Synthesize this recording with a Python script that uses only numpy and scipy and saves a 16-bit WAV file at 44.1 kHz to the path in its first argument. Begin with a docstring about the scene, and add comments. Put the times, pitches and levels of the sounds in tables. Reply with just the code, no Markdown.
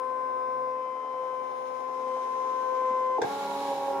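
"""On a wooden table, close by, a desktop cutting machine draws a mat through its rollers.
Its stepper motor (a motor that turns in tiny steps) sings one steady note over a faint gear burr and
the rub of the mat. The tones swell and fade as the microphone drifts through their standing waves,
the loud and quiet spots in the air. The motor halts, the gears take up their slack with a clack,
and the mat runs back faster with a rattling whirr and a hiss."""
import sys
import numpy as np
from scipy import signal
from scipy.fft import rfft, irfft
from scipy.io import wavfile

SR = 44100
rng = np.random.default_rng(int(sys.argv[2]) if len(sys.argv) > 2 else 0)


def put_to_file(sound):
    """Save the sound as 16-bit audio at rate SR, in the file named by the first command-line argument."""
    columns = np.atleast_2d(sound).T  # one column per channel
    safe = np.clip(columns, -1, 1)
    whole_steps = np.round(safe * 32767)
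    wavfile.write(sys.argv[1], SR, whole_steps.astype(np.int16))


N = 176400
TIME = np.arange(N) / SR
FREQ = np.maximum(np.arange(N // 2 + 1) * SR / N, 1)
FEED_STEP_HZ, STEPS_PER_GEAR_TURN, GEAR_CATCH_S = 257.38, 24, 0.0213


def from_db(db):
    """Turn decibels (dB) into a number to multiply a sound by."""
    return 10 ** (np.asarray(db) / 20)


def over_time(rows):
    """Join rows that start with a time into smooth curves, one for each other column."""
    times, *columns = np.transpose(rows)
    return [np.interp(TIME, times, column) for column in columns]


def over_hz(rows):
    """Join rows of frequency and value into one curve from bass to treble."""
    hz, value = np.transpose(rows)
    return np.interp(np.log(FREQ), np.log(hz), value)


def drift(hz):
    """A random wobble, about 1 in size; a higher hz makes it quicker."""
    memory = np.exp(-200 * np.pi * hz / SR)
    slow = signal.lfilter([1], [1, -2 * memory, memory ** 2], rng.standard_normal(N // 100 + 1002))[1000:]
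    slow /= np.sqrt(np.mean(slow ** 2))
    return np.interp(np.arange(N) / 100, np.arange(len(slow)), slow)


def noise(spectrum):
    """Stereo noise shaped by rows of frequency and level, alike on both sides only in the bass."""
    # Each row: frequency in Hz, how alike left and right are (1 is the same).
    likeness = [(30, 0.48), (130, 1), (400, 1), (1000, 0.38), (2000, 0.037), (6000, 0.02)]
    alike = over_hz(likeness)
    middle, side = rfft(rng.standard_normal((2, N)))
    pair = np.sqrt(1 + alike) * middle + np.sqrt(1 - alike) * side * [[1], [-1]]
    return irfft(pair * from_db(over_hz(spectrum)), N) * np.sqrt(SR) / 2


def tone(cycles, waver_db, waver_hz, apart):
    """A wavering pure tone; reflections set left and right apart in level and timing."""
    side = apart * np.array([[1], [-1]])
    gain = from_db(waver_db * drift(waver_hz)) * (1 + side * drift(0.85) / 2)
    return np.sqrt(2) * gain * np.sin(2 * np.pi * (cycles + rng.random()) + side * drift(1.0))


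def motor_note(steps):
    """Even steps make harmonics, tones at multiples of the step rate: three strong, many thin."""
    # Harmonics 2, 4 and 6 at the moving microphone.
    # Each row: time in seconds, left and right level in dB, the left wave's lead in radians.
    second = [(0.03, -35, -43, 0.9), (0.27, -37.5, -45, 1.04), (0.72, -34, -39.5, 0.2),
              (1.05, -43, -49, 1.5), (1.2, -34, -37.5, 0.5), (1.41, -36.5, -45, 1), (1.47, -39, -53, 2),
              (1.53, -41, -43.5, 1.5), (1.65, -36.5, -41, 0.93), (1.89, -38, -48.5, 2.1),
              (1.98, -36, -48, 1.2), (2.13, -32, -39.5, 0.4), (2.28, -40.5, -43.5, -2.6),
              (2.37, -35, -49, -5), (2.61, -34.5, -67.5, -2.3), (2.73, -29.5, -38.5, -1.4),
              (3.15, -30.5, -47, 2)]
    fourth = [(0.03, -30, -41, -0.012), (0.36, -29.5, -36, -1.7), (0.63, -30, -36.5, -1.53),
              (0.93, -33, -41.5, 0.3), (1.17, -33, -39.5, 0.19), (1.29, -32, -41.5, 0.9),
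              (1.38, -32, -41, -1.1), (1.68, -35, -45, -2.1), (1.74, -33, -49, -1.2),
              (1.89, -32.5, -39.5, -0.1), (2.16, -31.5, -37, 0.62), (2.46, -28.5, -34.5, 0.86),
              (2.73, -28.5, -35.5, 0.91), (2.85, -27, -30.5, 0.015), (3.15, -28.5, -30.5, 0.2)]
    sixth = [(0.03, -61, -53.5, -0.5), (0.21, -51, -50.5, 2), (1.02, -62.5, -60, -3.5),
             (1.3, -60, -55.5, -1), (1.47, -62, -56.5, -1.5), (1.77, -58, -57, -1.5),
             (2.46, -59, -74, -6.5), (2.61, -53.5, -50.5, -6), (3.15, -57, -53, -5)]
    # Thin tones that swell as the microphone moves, by multiple. Each row: time in seconds, level in dB.
    whistles = {1: [(0, -59.5), (.65, -56), (.85, -63.5), (1.8, -58.5), (2.1, -53.5), (2.6, -60.5)],
                8: [(0, -65.5), (1.0, -60.5), (2.7, -65), (2.92, -55)], 12: [(0, -72.5), (.3, -76.5),
                (.7, -78), (.8, -67), (1.2, -64.5), (1.9, -73), (2.15, -65.5), (2.4, -68), (2.95, -65),
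                (3.05, -63.5)], 20: [(0, -74), (1.3, -75.5), (2.4, -67), (3.15, -75.5)], 24: [(0, -85.5),
                (1.8, -75), (2.5, -66.5), (3.15, -72)], 28: [(0, -80.5), (1.6, -82), (1.9, -75),
                (2.35, -80)], 32: [(0, -81.5), (1.85, -88), (2.1, -72.5), (2.65, -80), (3.15, -83.5)],
                36: [(0, -71), (.7, -79), (1.05, -82.5), (1.35, -76), (1.85, -84), (2.35, -78.5),
                (2.8, -88)]}
    # Weak tones. Each row: multiple of the step rate, level in dB.
    weak_tones = [(5, -58), (9, -71.5), (10, -74), (14, -77.5), (16, -79), (19, -79.5), (22, -79.5),
                  (40, -82.5)]
    strong_boost_db, weak_cut_db = 0.86, 3
    out = np.zeros((2, N))
    for multiple, rows, shake_db in [(2, second, .5), (4, fourth, .15), (6, sixth, .8)]:
        left_db, right_db, lead = over_time(rows)
        phase = 2 * np.pi * (multiple * steps + rng.random())
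        gain = from_db(np.array([left_db, right_db]) + strong_boost_db + shake_db * drift(25))
        out += np.sqrt(2) * gain * np.sin([phase, phase - lead])
    for multiple, rows in whistles.items():
        left_lead = np.array([[min(multiple / 40, .25)], [0]])
        whistle = tone(multiple * steps + left_lead, waver_db=1.03, waver_hz=9.8, apart=0.17)
        out += from_db(over_time(rows)[0]) * whistle
    for multiple, db in weak_tones:
        out += from_db(db - weak_cut_db) * tone(multiple * steps, waver_db=3.5, waver_hz=2.5, apart=0.19)
    return out


def gear_burr(steps):
    """A slightly off-centre gear presses tighter once a turn, so the gear tones flutter."""
    # Each row: pitch in Hz, level in dB.
    gear_tones = [(150.7, -73.5), (375.5, -57), (440.1, -57), (589.5, -63), (729.5, -60.5), (878.8, -58.5),
                  (954.2, -61.5), (1104.9, -63)]
    cut_db, flutter_db = .5, 3.5
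    burr = np.zeros((2, N))
    for hz, db in gear_tones:
        cycles = hz * steps / FEED_STEP_HZ
        burr += from_db(db - cut_db) * tone(cycles, waver_db=3.2, waver_hz=1.8, apart=0.15)
    tightness = .5 * np.cos(2 * np.pi * (TIME - GEAR_CATCH_S) * FEED_STEP_HZ / STEPS_PER_GEAR_TURN)
    return from_db(flutter_db * tightness) * burr


def gear_teeth():
    """Once a turn one tooth catches hard and the next ones ever more softly; each rings briefly."""
    # What a tooth sets ringing. Each row: pitch in Hz, level in dB.
    rings = [(375.3, -51.5), (739.9, -49), (815.1, -44.5), (889.6, -47.5)]
    teeth, rise_s, softer_db = 7, .0013, 2.2
    tooth_hz = FEED_STEP_HZ * teeth / STEPS_PER_GEAR_TURN
    tooth, fraction = np.divmod((TIME - GEAR_CATCH_S) * tooth_hz, 1)
    age = fraction / tooth_hz / rise_s
    ticks = age * np.exp(1 - age) * from_db(-softer_db * (tooth % teeth))
    ring = sum(from_db(db) * tone(hz * TIME, waver_db=2.0, waver_hz=2.7, apart=0.24) for hz, db in rings)
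    return ticks * ring


def feed_friction():
    """The rollers rumble, the teeth tick, and the mat rubs in tiny jerks at twice the step rate."""
    # Each row: time in seconds, change in dB for rumble and ticks, change in dB for hiss.
    levels = [(0, 1, -4.5), (.8, -.5, -7.5), (1.25, 0, -3.5), (1.65, -1, 0), (2.0, 1.5, 0.5), (2.2, 3, 2.5),
              (2.6, 3, 3.5), (2.9, 4, 2.5), (3.17, 0.5, 0.5)]
    # Roller rumble and mat hiss. Each row: frequency in Hz, level in dB per Hz.
    rumble_colour = [(25, -110), (70, -100), (170, -95.5), (260, -83.5), (400, -83.5), (520, -73),
                     (620, -83), (1100, -78.5), (1400, -87), (2300, -91.5), (3200, -108), (8000, -125)]
    hiss_colour = [(1000, -110), (2200, -97.5), (3700, -97), (4400, -103), (5200, -101), (7000, -104),
                   (7900, -111), (11300, -111), (12000, -116), (16000, -118)]
    rumble_db, hiss_db = over_time(levels)
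    rumble = from_db(rumble_db) * (noise(rumble_colour) + gear_teeth())
    jerks = 1 + 0.24 * np.sin(2 * np.pi * 2 * FEED_STEP_HZ * TIME)
    return rumble + from_db(hiss_db + drift(21)) * jerks * noise(hiss_colour)


def gear_clack():
    """The gears take up their slack: each knock is a dull thump, a ring of the case and a click."""
    # Each row: start in seconds, thump level in dB, thump pitch in Hz, click level in dB.
    knocks = [(2.905, -42, 260, -78), (3.182, -22.5, 816, -71), (3.188, -20.5, 413, -52),
              (3.2165, -25.5, 841, -29.5), (3.221, -20, 429, -44.5), (3.232, -25, 798, -55),
              (3.243, -33, 149, -60), (3.256, -32, 810, -59)]
    # The plastic case's notes. Each row: pitch in Hz, level in dB, seconds to fade by 60 dB.
    case_notes = [(137, -22, 0.15), (248, -17.5, .15), (360, -19.5, 0.084), (724, -6, 0.074),
                  (1023, -9, 0.077)]
    # The click's noise. 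Each row: frequency in Hz, relative level in dB.
    click_colour = [(500, 9.5), (1200, -3), (1620, 9), (1950, 1), (2300, 4.5), (2900, -8.5), (3700, 2),
                    (4500, -7), (5600, 2), (7300, -7.5), (9000, -16.5), (16000, -29)]
    thump_s, spread_octaves, roughness, bass_cut_hz = .0035, 0.76, 0.3, 117
    click_rise_s, click_fade_s, snap_hz, snap_db = 0.00058, 0.047, 1613, -1.5
    body, clicks = np.zeros(N), np.zeros(N)
    for start_s, thump_db, pitch_hz, click_db in knocks:
        age = np.maximum(TIME - start_s, 0)
        knock = (age / thump_s * np.exp(1 - age / thump_s)) ** 2 * np.sin(2 * np.pi * pitch_hz * age)
        contact = 1 - np.exp(-(age / thump_s) ** 2)
        for hz, db, fade_s in case_notes:
            # A knock stirs the notes near its own pitch most.
            nearness = np.exp(-.5 * (np.log2(hz / pitch_hz) / spread_octaves) ** 2)
            fade = from_db(db - 60 * np.minimum(age / fade_s, 2))
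            knock += contact * nearness * fade * np.sin(2 * np.pi * hz * age)
        body += from_db(thump_db) * knock * (1 + roughness * drift(250))
        click_fade = from_db(click_db - 60 * np.minimum(age / click_fade_s, 2))
        clicks += (1 - np.exp(-age / click_rise_s)) * click_fade
    crackle = noise(click_colour)
    snap = from_db(snap_db) * np.sin(2 * np.pi * snap_hz * TIME)
    bass_cut = signal.butter(2, bass_cut_hz, "high", fs=SR, output="sos")
    return signal.sosfilt(bass_cut, body + clicks * (crackle / crackle.std() + snap))


def room(sound):
    """The room adds a short dull echo with little bass, different on each side."""
    fade_s, echo_db = 0.26, -6.5
    age = TIME[:SR // 2]
    band = signal.butter(2, [250, 5000], "band", fs=SR)
    tail = signal.lfilter(*band, rng.standard_normal((2, len(age)))) * from_db(-60 * age / fade_s)
    echo = signal.fftconvolve(sound, tail / np.linalg.norm(tail[0]), axes=1)[:, :N]
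    return sound + from_db(echo_db) * echo


def fast_return():
    """Motor and gear tones follow one small gear and clash into a rattle over rumble and hiss."""
    # Each row: time in seconds, motor steps per second.
    speed = [(3.22, 268), (3.27, 276.7), (3.32, 278.9), (3.63, 278.8), (3.78, 275.7), (3.97, 275.8),
             (4.0, 271)]
    # Each tone's pitch, as a multiple of the small gear's turning rate.
    multiples = (5.13, 7, 10, 11, 14, 20, 21, 24, 26, 28, 35)
    # Each row: one tone's level in dB at each of the four times below.
    tone_levels = [(-54.5, -51.5, -62, -63), (-45, -48.5, -47, -46.5), (-53, -45.5, -46.5, -45),
                   (-42, -55, -52, -53), (-41.5, -40.5, -35.5, -37), (-53, -51.5, -41.5, -49),
                   (-35.5, -35, -34, -32.5), (-62, -40.5, -41, -40), (-58, -55, -48, -53),
                   (-46, -46.5, -46.5, -43.5), (-53.5, -48.5, -73, -49)]
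    times_s = (3.27, 3.5, 3.75, 4.0)
    # Each row: time in seconds, change in dB for rumble, change in dB for hiss.
    friction_levels = [(3.22, 2, 4.5), (3.3, -2.5, 2), (3.36, -3, 2), (3.55, -4, 1.5), (3.68, -4.5, 3),
                       (3.8, -4, -1), (3.9, -5, -1), (4.0, -3.5, -7)]
    # Roller rumble. Each row: frequency in Hz, level in dB per Hz.
    rumble_colour = [(50, -106), (90, -81.5), (200, -76.5), (340, -74), (420, -65.5), (620, -71),
                     (850, -62), (1150, -70.5), (1400, -76.5), (2300, -81.5), (4000, -100)]
    steps_per_turn, rattle_db, left_right_db = 7, 1.5, [[-1.3], [.3]]
    turns = np.cumsum(over_time(speed)[0]) / SR / steps_per_turn + 0.00063 * drift(20)
    whirr = np.zeros((2, N))
    for multiple, levels_db in zip(multiples, tone_levels):
        gain = from_db(np.interp(TIME, times_s, levels_db))
        whirr += gain * tone(multiple * turns, waver_db=2.0, waver_hz=14.6, apart=0.23)
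    whirr *= from_db(rattle_db * drift(104)) * from_db(left_right_db)
    rumble_db, hiss_db = over_time(friction_levels)
    chatter = 1 + 0.13 * np.sin(2 * np.pi * 3 * turns)
    rumble = from_db(rumble_db) * chatter * noise(rumble_colour)
    return whirr + rumble + from_db(hiss_db + 0.5 * drift(60)) * mat_scrape()


def mat_scrape():
    """The mat hisses over its guides, with a few ringing notes that swell, rasp and fade."""
    # Each row: frequency in Hz, level in dB per Hz.
    hiss_colour = [(1200, -100), (2600, -87), (3700, -85), (4500, -90.5), (5400, -89), (6000, -93),
                   (7100, -90.5), (8000, -99), (10800, -96), (16000, -110)]
    # Each row: pitch in Hz, width in Hz, level in dB, loudest moment and its spread in seconds.
    rings = [(1633, 29, -58.5, 3.8, .6), (2236, 31, -59.5, 3.6, 0.56), (3950, 260, -54.5, 3.52, 0.29),
             (5400, 70, -59, 3.97, .035)]
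    rasp_db = 2.5
    out = noise(hiss_colour)
    for hz, width_hz, db, peak_s, spread_s in rings:
        rubbing = from_db(rasp_db * drift(90)) * rng.standard_normal((2, N))
        ring = signal.lfilter(*signal.iirpeak(hz, hz / width_hz, fs=SR), rubbing)
        swell = np.exp(-.5 * ((TIME - peak_s) / spread_s) ** 2)
        out += from_db(db) * swell * ring / ring.std()
    return out


def scene():
    """The mat feeds in slowly, the drive halts with a clack, and the mat runs back fast."""
    stop_s, stop_fade_s, return_s, return_rise_s = 3.178, 0.014, 3.222, 0.082
    feeding = np.clip(1 - (TIME - stop_s) / stop_fade_s, 0, 1)
    returning = np.clip((TIME - return_s) / return_rise_s, 0, 1)
    steps = FEED_STEP_HZ * TIME + 0.00098 * drift(22) + 0.015 * drift(0.78)
    feed = feeding * (motor_note(steps) + gear_burr(steps)) + (1 - returning) * feed_friction()
    return feed + room(gear_clack()) + np.sqrt(returning) * fast_return()


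def record(dry):
    """The very highest treble is cut off steeply."""
    cutoff_hz = 15800
    return signal.sosfilt(signal.ellip(12, .1, 80, cutoff_hz, fs=SR, output="sos"), dry)


dry = scene()
out = record(dry)
put_to_file(out)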